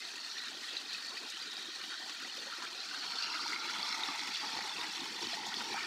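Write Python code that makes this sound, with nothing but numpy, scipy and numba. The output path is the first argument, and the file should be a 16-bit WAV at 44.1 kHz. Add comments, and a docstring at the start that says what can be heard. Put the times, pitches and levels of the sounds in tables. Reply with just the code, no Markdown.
"""Spring water runs down a narrow rocky channel, heard in mono from a microphone carried slowly towards it.
Swarms of bubbles, each a short dying sine, make everything from deep gulps to fine tinkling and fizz.
Rivulets trill with like-sized bubbles; drops slap and tick as bursts of noise and clicks on the stone.
Filters colour the water like hollows in the rock, and the earth banks add a short tail of echoes.
About three seconds in, the lower chute and its plunge pool come close and the gurgling grows."""
import sys
import numpy as np
from scipy import signal
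from scipy.fft import rfft, irfft
from scipy.io import wavfile
from scipy.ndimage import uniform_filter1d, map_coordinates
from numba import njit

SR = 44100
rng = np.random.default_rng(int(sys.argv[2]) if len(sys.argv) > 2 else 0)


def file_out(sig):
    """Save sig as 16-bit WAV at sys.argv[1]."""
    # one column per channel
    cols = np.atleast_2d(sig).T
    # limit, then scale
    lim = np.clip(cols, -1, 1)
    pcm = np.round(lim * 32767).astype(np.int16)
    wavfile.write(sys.argv[1], SR, pcm)


N = 258426
TIME = np.arange(N) / SR  # s
BLOOM = 0.012  # swelling time constant of a bubble, as a share of its ring time
REF_HZ, DAMPING = 1000, 0.63  # lone and rivulet bubbles: ring time falls as this power of pitch / REF_HZ


@njit
def ring(start, hz, size, t60, rise, bloom):
    """Each bubble is a sine that swells as it pinches off, then dies while its pitch climbs towards the surface."""
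    out = np.zeros(N)
    for k in range(len(start)):
        first = int(start[k] * SR)
        length = t60[k] * SR
        phase = 0.
        gain = size[k] * (1 + 10 * bloom)  # a little extra height for the slow start
        fall = np.exp(-np.log(1000.) / length)  # 60 dB over the ring time
        neck = 1.
        pinch = np.exp(-1 / (bloom * length))
        for i in range(max(first, 0), min(first + int(length), N)):
            climb = 1 + rise[k] * (i - first) / length
            phase += 2 * np.pi * hz[k] * climb / SR
            gain *= fall
            neck *= pinch
            out[i] += gain * (1 - neck) * np.sin(phase)
    return out


def bubbles(per_s, lo_hz, hi_hz, cycles, spread_db, rise, drift=None):
    """A swarm of bubbles of mixed radius, rms 1: small ones ring high, and a positive spread makes few strong."""
    when, radius, force, damping, depth = rng.random((int(per_s * N / SR), 5)).T
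    hz = lo_hz * (hi_hz / lo_hz) ** radius
    if drift is not None:
        hz = hz * drift[(when * N).astype(int)]
    strength_db = -spread_db * np.log(force + .01)
    # small bubbles die sooner, so they need more height for the same power per Hz
    size = undb(strength_db) * hz
    t60 = cycles * 2 ** (2 * damping - 1) / hz  # from half to twice the given cycles
    swarm = ring(when * N / SR, hz, size, t60, 2 * rise * depth, BLOOM)
    return swarm / swarm.std()


def impacts(per_s, spread_db):
    """Droplets hit stone, one click each; rms 1."""
    when, force = rng.random((int(per_s * N / SR), 2)).T
    strength_db = -spread_db * np.log(force + .01)
    signs = (-1) ** np.arange(len(when))
    clicks = np.bincount((when * N).astype(int), undb(strength_db) * signs, N)
    return clicks / clicks.std()


def water(ringing, drops_per_s, lo_hz, hi_hz, splash_db):
    """Bubbles and the fainter clicks of their drops come in splashes and ring the rock; slow level at rms 1."""
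    grains = ringing + undb(-12) * impacts(drops_per_s, spread_db=4.0)
    return steady(band(channel(grains * undb(splash_db)), lo_hz, hi_hz, order=3))


def gulps(surge):
    """Big pockets of air are dragged under in the pool, with the soft thud of falling water."""
    ringing = bubbles(per_s=260, lo_hz=183, hi_hz=583, cycles=14.2, spread_db=2.0, rise=0.18)
    splash_db = 0.53 * surge + 1.3 * walk(20)
    return water(ringing, drops_per_s=830, lo_hz=27, hi_hz=710, splash_db=splash_db)


def gurgle(surge):
    """Pea-sized bubbles churn at the foot of the chute."""
    ringing = bubbles(per_s=280, lo_hz=594.4, hi_hz=1118.5, cycles=46, spread_db=0.8, rise=0.11)
    splash_db = 1.0 * surge + 1.0 * walk(35)
    return water(ringing, drops_per_s=1000, lo_hz=480, hi_hz=1250, splash_db=splash_db)


def burble(surge):
    """The chute folds air into a dense, steady run of bubbles."""
    ringing = bubbles(per_s=800, lo_hz=1114, hi_hz=1621, cycles=38, spread_db=2.0, rise=0.05)
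    splash_db = 0.54 * surge + 0.59 * walk(45)
    return water(ringing, drops_per_s=1900, lo_hz=995, hi_hz=1720, splash_db=splash_db)


def babble(surge):
    """Smaller bubbles form where the stream folds over the steps; one ledge sheds bubbles of like size."""
    ringing = bubbles(per_s=650, lo_hz=1649, hi_hz=3044, cycles=71, spread_db=1.5, rise=0.068)
    ledge_drift = np.exp(0.04 * walk(4))
    ledge = bubbles(per_s=400, lo_hz=1816, hi_hz=2100, cycles=24, spread_db=-2.0, rise=0.04, drift=ledge_drift)
    ledge_db = -6.5 + 4.3 * walk(16)
    splash_db = 0.67 * surge + 1.07 * walk(45)
    return water(ringing + undb(ledge_db) * ledge, drops_per_s=2000, lo_hz=1350, hi_hz=2920, splash_db=splash_db)


# A thin jet sheds bubbles of nearly one size, drifting with the flow; only pitch relative to its mean is used:
# (time [s], pitch [Hz])
JET_PITCH = [(0, 4260), (.8, 4040), (1.05, 4400), (1.5, 3920), (2.1, 4260), (3.05, 4320), (3.4, 4780),
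             (3.8, 4090), (5.86, 4410)]


def tinkle(surge):
    """Drops trap tiny bubbles in the thin film on the rock; some bead into clear notes, and a jet sings in spurts."""
    ringing = bubbles(per_s=1700, lo_hz=2986, hi_hz=6195, cycles=98, spread_db=2.5, rise=0.026)
    jet_hz = np.interp(TIME, *np.transpose(JET_PITCH)) * np.exp(0.011 * walk(6))
    jet_drift = jet_hz / jet_hz.mean()
    jet = bubbles(per_s=500, lo_hz=4100, hi_hz=4490, cycles=78, spread_db=0.5, rise=0.012, drift=jet_drift)
    jet_db = np.interp(place(), [0, 2], [-8, -10]) + 2.2 * walk(22)
    beads = bubbles(per_s=130, lo_hz=2912, hi_hz=5683, cycles=140, spread_db=1.5, rise=0.014)
    grains = ringing + undb(-5.5) * beads + undb(jet_db) * jet
    splash_db = 0.75 * surge + 0.5 * walk(40)
    return water(grains, drops_per_s=2700, lo_hz=2180, hi_hz=7500, splash_db=splash_db)


def spray(surge):
    """Fine droplets patter and foam fizzes over the smooth hiss of water further off."""
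    fizz = undb(-2.0) * bubbles(per_s=2400, lo_hz=5860, hi_hz=14160, cycles=70, spread_db=3.5, rise=0.11)
    patter = impacts(per_s=6000, spread_db=1.0)
    hiss = undb(-1) * rng.standard_normal(N)
    splash_db = 2.4 * surge + 0.47 * walk(34)
    mist = channel((fizz + patter) * undb(splash_db) + hiss)
    return steady(band(mist, 6000, 20000, order=3))


# Rivulets that shed a trill of like-sized bubbles, level before the run's swell and the final mix:
# (start [s], length [s], pitch [Hz], level [dB])
RIVULET_RUNS = [(0, 0.082, 2020, -59), (0, 0.14, 4220, -54), (0.01, 0.15, 2580, -58),
                (0.19, 0.17, 4370, -48.5), (0.268, 0.14, 5680, -52.5), (0.34, 0.11, 1890, -51),
                (0.341, 0.15, 4000, -48.5), (0.645, 0.1, 3340, -49), (0.664, 0.15, 2670, -54),
                (0.702, 0.12, 4610, -52), (0.881, 0.09, 4000, -48.5), (0.881, 0.093, 4630, -51),
                (1.0, 0.19, 4410, -50), (1.139, 0.093, 4620, -52), (1.25, 0.13, 3850, -51.5),
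                (1.309, 0.089, 3040, -53), (1.379, 0.1, 1440, -56), (1.412, 0.049, 4650, -46.5),
                (1.44, 0.32, 3780, -50.5), (1.65, 0.22, 4460, -56), (1.783, 0.12, 2910, -55),
                (1.8, 0.38, 3180, -55.5), (1.799, 0.25, 3800, -52), (1.872, 0.12, 4440, -50.5),
                (2.247, 0.17, 4350, -52), (2.698, 0.14, 4050, -50), (2.87, 0.42, 4350, -47.5),
                (2.97, 0.12, 3060, -54), (3.04, 0.46, 5480, -53), (3.1, 0.72, 1350, -49.5),
                (3.22, 0.035, 4650, -42), (3.199, 0.17, 2780, -49), (3.294, 0.24, 4300, -49.5),
                (3.393, 0.14, 4760, -47), (3.49, 0.11, 2130, -51), (3.549, 0.16, 4000, -49),
                (3.706, 0.22, 3380, -48.5), (3.786, 0.31, 4400, -50), (3.799, 0.34, 1220, -52),
                (3.822, 0.15, 5300, -45), (3.6, 0.65, 921, -52), (3.878, 0.52, 2100, -53.5),
                (4.021, 0.6, 5400, -55), (4.347, 0.19, 4710, -49), (4.41, 0.25, 860, -52.5),
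                (4.52, 0.11, 4260, -47), (4.753, 0.037, 2630, -49), (4.759, 0.082, 3660, -49),
                (4.761, 0.11, 970, -48.5), (4.802, 0.12, 1700, -52), (5.021, 0.13, 2110, -53),
                (5.339, 0.23, 840, -50), (5.57, 0.23, 890, -51.5), (5.632, 0.14, 5620, -53),
                (5.693, 0.18, 2350, -47.5)]


def runs(per_s=180, scatter_hz=42, scatter_db=2.5, t60_s=0.048, rise=0.02):
    """A rivulet sheds like-sized bubbles at a loose pace; small ones come faster, die sooner; runs swell and ebb."""
    start, length, pitch, db = np.array(RIVULET_RUNS, float).T
    small = pitch / REF_HZ
    rate = per_s * small ** 0.15
    t60 = t60_s * small ** -DAMPING
    # overlapping dying sines add in power, so the height is divided by their summed rms
    height = undb(db) / np.sqrt(rate * t60 / np.log(1000) / 2 / 2)
    out = np.zeros(N)
    for k in range(len(start)):
        late, detune, force = rng.standard_normal((N // 500, 3)).T
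        along = (np.arange(len(late)) + late / 2) / (rate[k] * length[k])  # 0 start of the run, 1 end
        inside = (along > 0) & (along < 1)
        along, detune, force = along[inside], detune[inside], force[inside]
        swell = np.sqrt(np.sin(np.pi * along))
        size = height[k] * swell * undb(scatter_db * np.minimum(force, 2))
        when = start[k] + length[k] * along
        hz = pitch[k] + scatter_hz * detune
        alike = np.ones(len(along))
        out += ring(when, hz, size, t60[k] * alike, rise * alike, BLOOM)
    return band(out, 540, 7200, order=3)


# Lone bubbles that ring out above the rush, level before filtering and the final mix:
# (time [s], pitch [Hz], level [dB])
LONE_BUBBLES = [(0.022, 2060, -41), (0.051, 4330, -38), (0.157, 2640, -38), (0.178, 3510, -39),
                (0.263, 4340, -33.5), (0.38, 4200, -32), (0.383, 3600, -36), (0.568, 352, -54),
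                (0.731, 298, -56), (0.768, 3950, -24.5), (0.929, 4030, -38), (0.948, 2580, -33.5),
                (0.982, 1660, -40.5), (1.086, 4450, -34), (1.17, 1930, -34.5), (1.174, 2540, -35),
                (1.214, 290, -51), (1.37, 3070, -35), (1.416, 4080, -32), (1.468, 1430, -39),
                (1.5, 3840, -36), (1.568, 4700, -30.5), (1.759, 4200, -29.5), (1.838, 2900, -34.5),
                (1.84, 290, -57), (1.941, 1520, -38), (2.23, 347, -50), (2.092, 1110, -42),
                (2.248, 1940, -34.5), (2.298, 2980, -34.5), (2.431, 477, -51), (2.468, 550, -45),
                (2.524, 1330, -38), (2.601, 288, -55), (2.621, 1000, -37.5), (2.668, 2350, -37),
                (2.804, 4050, -32), (2.82, 3250, -38), (2.912, 1490, -35.5), (2.945, 1540, -32),
                (3.025, 3040, -39), (3.066, 4340, -33), (3.121, 4230, -29), (3.186, 4380, -25.5),
                (3.223, 4730, -28), (3.237, 2780, -34), (3.394, 1210, -35.5), (3.408, 290, -51),
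                (3.46, 920, -34.5), (3.479, 5600, -32), (3.529, 2050, -33), (3.561, 2210, -31),
                (3.561, 1350, -33), (3.645, 368, -51), (3.697, 1434, -32), (3.829, 4500, -23.5),
                (3.835, 1195, -35), (3.926, 4060, -29), (3.989, 324, -56), (4.035, 3760, -24),
                (4.084, 285, -40), (4.087, 1184, -31), (4.282, 258, -53), (4.348, 3420, -27),
                (4.356, 2850, -30), (4.358, 4015, -30), (4.482, 4750, -31), (4.588, 812, -36),
                (4.653, 836, -37.5), (4.694, 3575, -30.5), (4.764, 2670, -32), (4.782, 2600, -33),
                (4.813, 3640, -27), (4.819, 992, -40), (4.84, 848, -38), (4.843, 1950, -33),
                (4.979, 3380, -33), (5.004, 3720, -30.5), (5.22, 945, -37), (5.226, 5500, -31.5),
                (5.266, 236, -43), (5.27, 4400, -27.5), (5.331, 700, -36.5), (5.339, 1850, -34),
                (5.37, 850, -38), (5.396, 870, -36), (5.466, 780, -40), (5.521, 1460, -36.5),
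                (5.541, 3450, -29), (5.568, 4360, -29.5), (5.608, 1430, -34), (5.709, 356, -42),
                (5.743, 790, -33), (5.766, 906, -36), (5.806, 2245, -31.5), (5.839, 1770, -35)]


def plinks(rise=0.017, ref_t60_s=0.045):
    """Lone strong bubbles ring as dying sines, the small ones dying sooner."""
    start, hz, db = np.array(LONE_BUBBLES, float).T.copy()
    t60 = ref_t60_s * (REF_HZ / hz) ** DAMPING
    rings = ring(start, hz, undb(db), t60, np.full(len(hz), rise), BLOOM)
    return band(rings, 150, 9500, order=3)


# Fat drops that slap the stone, level of the noise before filtering:
# (time [s], level [dB], lower edge [Hz])
FAT_DROPS = [(0.157, -31, 5500), (0.7, -38, 2000), (0.929, -26, 4500), (1.298, -22, 5500),
             (2.093, -28, 900), (2.625, -36, 1500), (3.501, -35, 4000), (3.88, -29, 4500),
             (3.992, -30, 6500), (4.605, -31.5, 1200), (5.246, -33, 5000), (5.346, -40, 1500),
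             (5.704, -36, 4000)]


def slaps(t60=0.054, attack_s=0.0028):
    """A fat drop bursts into a brief noisy shower of droplets; the thinner the film it lands on, the brighter."""
    out = np.zeros(N)
    t = TIME[:SR // 10]
    for start, db, lowest_hz in FAT_DROPS:
        first = int(start * SR)
        envelope = undb(db - 60 * t / t60) * (1 - np.exp(-t / attack_s))
        shower = envelope * rng.standard_normal(len(t))
        out[first:first + len(t)] += band(shower, lowest_hz, 13000, order=2)[:N - first]
    return channel(out)


# Single drops that tick on bare rock, level of the click before filtering: (time [s], level [dB])
ROCK_DROPS = [(0.022, -21), (0.265, -21), (0.383, -19), (0.683, -21), (0.697, -17), (0.77, -19),
              (0.908, -22), (0.931, -18.5), (1.025, -18), (1.37, -21), (1.549, -29), (1.569, -22),
              (1.786, -22), (1.84, -20), (1.942, -17), (2.096, -21), (2.625, -16), (2.848, -21),
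              (2.948, -21), (3.055, -17), (3.188, -23), (3.226, -18), (3.244, -16), (3.48, -14),
              (3.546, -15), (3.704, -19), (3.749, -18), (3.88, -15), (3.927, -12), (4.007, -17),
              (4.035, -19), (4.086, -16), (4.122, -19), (4.194, -11), (4.275, -17), (4.358, -15),
              (4.582, -18), (4.642, -19), (4.814, -19), (4.98, -19), (5.006, -25), (5.228, -17),
              (5.313, -20), (5.345, -17), (5.542, -21), (5.608, -14)]


def ticks(rebound_db=-17, t60=0.014):
    """A drop cracks on the rock in one sharp click; a few fragments patter down after it."""
    out = np.zeros(N)
    t = TIME[:SR // 40]
    for start, db in ROCK_DROPS:
        fragments = undb(rebound_db - 60 * t / t60) * rng.standard_normal(len(t))
        fragments *= rng.random(len(t)) < .1  # keep about one in ten
        hit = fragments + (t == 0)
        first = int(start * SR)
        out[first:first + len(t)] += undb(db) * hit[:N - first]
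    return band(channel(out), 700, 12000, order=1)


# Dull low thuds by the pool, level at the onset before the last filter: (time [s], level [dB])
POOL_THUDS = [(4.45, -71), (4.57, -60), (4.76, -63), (5.25, -59.5)]


def thuds(t60=0.18):
    """Soft, deep thumps under the gurgling: low noise that starts at once and dies away."""
    envelope = np.zeros(N)
    for at, db in POOL_THUDS:
        since = np.maximum(TIME - at, 0)
        envelope += undb(db - 60 * since / t60) * (TIME > at)
    rumble = steady(band(rng.standard_normal(N), 28, 150, order=1))
    return band(envelope * rumble, 22, 240, order=2)


def air(db=-89):
    """Faint low rumble of the open air, made of low-passed noise held at a steady level."""
    rumble = band(rng.standard_normal(N), 5.8, 69, order=2)
    return undb(db) * steady(rumble, span_s=0.62)


# Path of the microphone along the stream: (time [s], place [0 upper steps, 1 chute, 2 pool])
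MICROPHONE_PATH = [(0, 0.037), (2.3, 0.066), (2.78, 0.24), (3.25, 0.81), (3.55, 1.08), (4.0, 1.32),
                   (4.55, 1.61), (5.15, 1.92), (5.86, 1.78)]


def place():
    """Where the microphone is: 0 upper steps, 1 chute, 2 pool."""
    return np.clip(np.interp(TIME, *np.transpose(MICROPHONE_PATH)), 0, 2)


# Broad colour of the splashing: (frequency [Hz], level [dB per Hz])
SPLASH_COLOUR = [(25, -21), (60, -29), (100, -16), (160, -10), (235, -5), (330, -2.5), (470, -7),
                 (600, -10.5), (760, -10), (3000, 0), (4600, -2.5), (5100, -0.5), (11500, -27),
                 (16000, -28)]


def resonate(x, hollows, size=2048):
    """Rock hollows boost or weaken their own pitches, on top of the broad colour; the filter never rings early."""
    hz = np.maximum(np.fft.rfftfreq(size, 1 / SR), 1)
    points_hz, points_db = np.transpose(SPLASH_COLOUR)
    db = np.interp(np.log(hz), np.log(points_hz), points_db)
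    for centre, width, peak in hollows:
        db = db + peak / (1 + (2 * (hz - centre) / width) ** 2)
    # folding the cepstrum turns the level curve into a minimum-phase filter
    cepstrum = irfft(np.log(undb(db)))
    cepstrum[1:size // 2] *= 2
    cepstrum[size // 2 + 1:] = 0
    impulse = irfft(np.exp(rfft(cepstrum)))
    return signal.oaconvolve(x, impulse)[:N]


# Hollows in the rock along the channel; a negative level is a dip: (centre [Hz], width [Hz], level [dB])
STEP_HOLLOWS = [(120, 100, -1), (780, 260, 5.5), (1390, 270, 6), (1640, 150, 1.5), (1837, 230, 7),
                (2225, 220, -8), (2400, 470, 5), (2900, 160, -1.5), (3130, 240, 1), (3760, 210, 7.5),
                (4200, 300, 3.5), (4560, 220, 5.5), (5330, 620, -4.5), (5600, 220, 2)]
LEDGE_HOLLOWS = [(560, 470, -18), (945, 160, 5.5), (1080, 120, -5), (1330, 310, 2), (1890, 150, -8.5),
                 (2740, 150, 5.5), (3560, 150, 4), (3780, 220, -1.5), (4200, 520, 8.5), (4590, 250, 4.5),
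                 (5040, 150, 0.5), (5400, 230, 3.5), (6600, 130, 5)]
CHUTE_ROCK_HOLLOWS = [(171, 78, -5), (623, 520, -6.5), (897, 240, 9), (1040, 94, -8.5), (1330, 330, 9.5),
                      (1700, 180, -3), (1930, 120, 4.5), (2220, 240, 5.5), (2600, 450, -1.5),
                      (2900, 270, -6), (3440, 290, 7.5), (4040, 120, 9), (4590, 190, 7.5), (5160, 250, -5),
                      (5460, 230, 7.5), (5520, 180, -5)]
POOL_ROCK_HOLLOWS = [(104, 140, 9), (603, 190, -13), (848, 400, 12), (1360, 180, 0), (1620, 160, 0),
                     (1840, 300, 10.5), (2550, 750, 9.5), (2860, 250, 2), (3660, 320, 2), (4500, 520, 5.5),
                     (4930, 220, -4), (5600, 260, 1.5)]
# Where the upper steps, the lip, the chute and the pool are nearest: (place [0 to 2])
NEAREST_PLACES = (0, 0.87, 1.23, 2)


def channel(x):
    """The microphone passes from the hollows of the upper steps over the lip and the chute to the pool."""
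    here = place()
    stretches = (STEP_HOLLOWS, LEDGE_HOLLOWS, CHUTE_ROCK_HOLLOWS, POOL_ROCK_HOLLOWS)
    out = np.zeros(N)
    for nearest, hollows in zip(np.eye(len(stretches)), stretches):
        share = np.interp(here, NEAREST_PLACES, nearest)
        out += resonate(x * np.sqrt(share), hollows)
    return out


def waver(x, rate=5, detune=0.00807):
    """The moving water detunes bubbles and hollows a little, up and down, by shifting the sound in time."""
    slip = np.cumsum(detune * walk(rate))  # samples
    slip -= uniform_filter1d(slip, SR // 2)  # take out the slow drift
    return map_coordinates(x, [np.arange(N) + slip], order=3, mode="mirror")


def banks(x, wet_db=-13, t60=0.31, count=14):
    """The earth banks scatter a short tail; the sound hops between spots, each with its own paths."""
    t = TIME[:SR // 6]
    hop = SR // 200  # samples in 5 ms
    spot = rng.integers(0, count, N)[np.arange(N) // hop]
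    tails = rng.standard_normal((count, len(t))) * undb(-60 * t / t60) * (t > .002)
    wet = np.zeros(N)
    for k, tail in enumerate(tails):
        share = uniform_filter1d(1. * (spot == k), hop)
        wet += signal.oaconvolve(x * share, tail / np.linalg.norm(tail))[:N]
    return x + undb(wet_db) * wet


def undb(db):
    """Decibels to gain."""
    return 10 ** (np.asarray(db) / 20)


def walk(rate):
    """Random levels, a new one every 1 / rate s, joined by smooth slides; spread 1."""
    hold = max(int(SR / rate), 1)
    steps = rng.standard_normal(N // 20)[(TIME * rate).astype(int) % (N // 20)]
    slewed = uniform_filter1d(steps, hold)
    return slewed / slewed.std()


def steady(x, span_s=0.15):
    """Bring the slow level to rms 1 and keep the quick flicker."""
    return x / np.sqrt(uniform_filter1d(x * x, int(span_s * SR)) + 1e-18)


def band(x, lo_hz, hi_hz, order=4):
    """Keep the pitches between two edges (Butterworth band-pass)."""
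    edges_hz = [lo_hz, min(hi_hz, SR / 2 - 100)]
    return signal.sosfilt(signal.butter(order, edges_hz, "band", fs=SR, output="sos"), x)


def swells(events, attack_s, release_s):
    """Each event bends the level up or down and lets it return; one curve for each level column."""
    at, *columns = np.transpose(events)
    coarse = TIME[::64]
    since = coarse - at[:, None]
    shapes = np.exp(-(since / np.where(since < 0, attack_s, release_s)) ** 2)
    return [np.interp(TIME, coarse, db @ shapes) for db in columns]


# Level of each voice of the water along the stream, before swells and the final mix:
# (place [0 to 2], gulps [dB], gurgle [dB], burble [dB], babble [dB], tinkle [dB], spray [dB])
VOICE_LEVELS = [(0, -64.5, -62.5, -57.5, -52, -47, -54.5), (0.8, -57.5, -49.5, -47.5, -49.5, -42, -52),
                (1.15, -58.5, -51, -48.5, -45, -42.5, -51), (2, -55, -53, -55.5, -49.5, -44, -51.5)]
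# Falling water drags air under and the big bubbles mostly swell: (time [s], gulps [dB], gurgle [dB])
AIR_POCKETS = [(0.17, 3, 2.5), (0.54, 9, 1.5), (0.75, 4.5, 3.5), (1.13, 4.5, 5), (1.23, 5.5, 4),
               (1.46, 5, -4), (1.59, 4.5, 3), (1.7, 6, -0.5), (1.86, 6.5, 1), (2.03, 1.5, 6), (2.09, 6, 3),
               (2.24, 7, 3), (2.4, 6, -1), (2.62, 5, 1.5), (3.08, 0, -0.5), (3.42, 1, -5), (3.52, 3.5, -3),
               (3.65, 6.5, -2), (3.81, 2.5, 1.5), (3.98, 3, 4.5), (4.09, 0, 4.5), (4.29, -0.5, -1),
               (4.45, 2.5, 4), (4.58, 2.5, 4), (4.78, 4, 1), (4.84, -2, 0), (5.02, 3, 4), (5.25, 6.5, 1),
               (5.42, 2.5, 0), (5.6, 3, 2.5), (5.71, 5.5, 3)]
# Brief dips, and some lifts, of the level: (time [s], gulps [dB], gurgle [dB], finer bubbles and spray [dB])
FLOW_CHANGES = [(0.31, -3, -0.5, 1.5), (0.66, 0, -2, 1.5), (0.85, 5, 2, -1.5), (1.02, 1, -3, 1),
                (1.34, -1, -4, 0), (1.72, 0.5, -4, -1), (1.97, -2, 1, -1), (2.15, -6, -3, 1),
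                (2.52, 0, 4, 0.5), (2.73, 2, 0.5, -1.5), (2.9, 0.5, -7, 0), (3.22, -10, -7, 0),
                (3.6, -2, 0, -3), (3.94, -5, -4, 0.5), (4.16, -5, 2, 0), (4.38, -10, -6, -1.5),
                (4.71, -11, 5, -0.5), (4.94, 0, -3, 0.5), (5.12, 1, -6, -1), (5.31, -8, -1, 1),
                (5.42, -0.5, -2, -1.5), (5.5, 0.5, 0.5, -0.5)]
# The stream folds over a ledge and sheds middling bubbles: (time [s], swell [dB, scaled for each voice])
LEDGE_FOLDS = [(0.47, 4.5), (0.68, 1), (0.95, 1.5), (1.45, 3.5), (1.82, 3.5), (1.94, 6.5), (2.22, 4),
               (2.54, 5.5), (2.64, 5), (2.94, 2), (3.36, 2.5), (3.54, 1.5), (4.0, 0.5), (4.45, 2.5),
               (4.68, 1.5), (4.84, 2), (5.53, 1.5), (5.61, 1.5), (5.78, 6.5), (5.85, 5.5)]
# A splash throws drops over the rock: (time [s], swell [dB, scaled for each voice])
DROP_SPLASHES = [(0.3, -0.5), (0.39, 0.5), (0.7, 0.5), (0.77, 1.2), (0.92, 2), (2.37, 1), (3.235, 1),
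                 (3.46, -0.2), (3.87, 0), (4.36, 1.7), (5.25, 1), (5.33, 0.8), (5.58, 1.1)]


def scene():
    """Nearness sets each voice's level; events move their own bubble sizes; all voices share the quick surges."""
    here = place()
    places, *levels = np.transpose(VOICE_LEVELS)
    voice_levels = (np.interp(here, places, db) for db in levels)
    gulp_db, gurgle_db, burble_db, babble_db, tinkle_db, spray_db = voice_levels
    gulp_swell, gurgle_swell = swells(AIR_POCKETS, attack_s=0.041, release_s=0.049)
    gulp_change, gurgle_change, fine_change = swells(FLOW_CHANGES, attack_s=0.039, release_s=0.033)
    fold, = swells(LEDGE_FOLDS, attack_s=0.036, release_s=0.02)
    splash, = swells(DROP_SPLASHES, attack_s=0.031, release_s=0.038)
    surge = 0.28 * walk(30) + 0.75 * walk(150)
    churn = walk(20)

    pool = undb(gulp_db + gulp_swell + gulp_change + 0.5 * churn) * gulps(surge)
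    pool += undb(gurgle_db + gurgle_swell + gurgle_change + 0.33 * churn) * gurgle(surge)
    chute = undb(burble_db + 1.72 * fold + 0.5 * churn) * burble(surge)
    chute += undb(babble_db + 0.46 * fold + 1.4 * splash) * babble(surge)
    drops = undb(tinkle_db + 2.4 * splash) * tinkle(surge)
    drops += undb(spray_db + 0.51 * splash) * spray(surge)

    rush = waver(pool + undb(fine_change) * (chute + drops))
    stream = banks(rush + runs() + plinks() + ticks() + slaps())
    mono = undb(-0.55) * stream + thuds() + air()
    return np.array([mono, mono])


def record(dry):
    """A steep low-pass removes the very top of the treble."""
    low_pass = signal.ellip(10, .1, 70, 15550, fs=SR, output="sos")  # ripple dB, stop dB, edge Hz
    return signal.sosfilt(low_pass, dry)


dry = scene()
out = record(dry)
file_out(out)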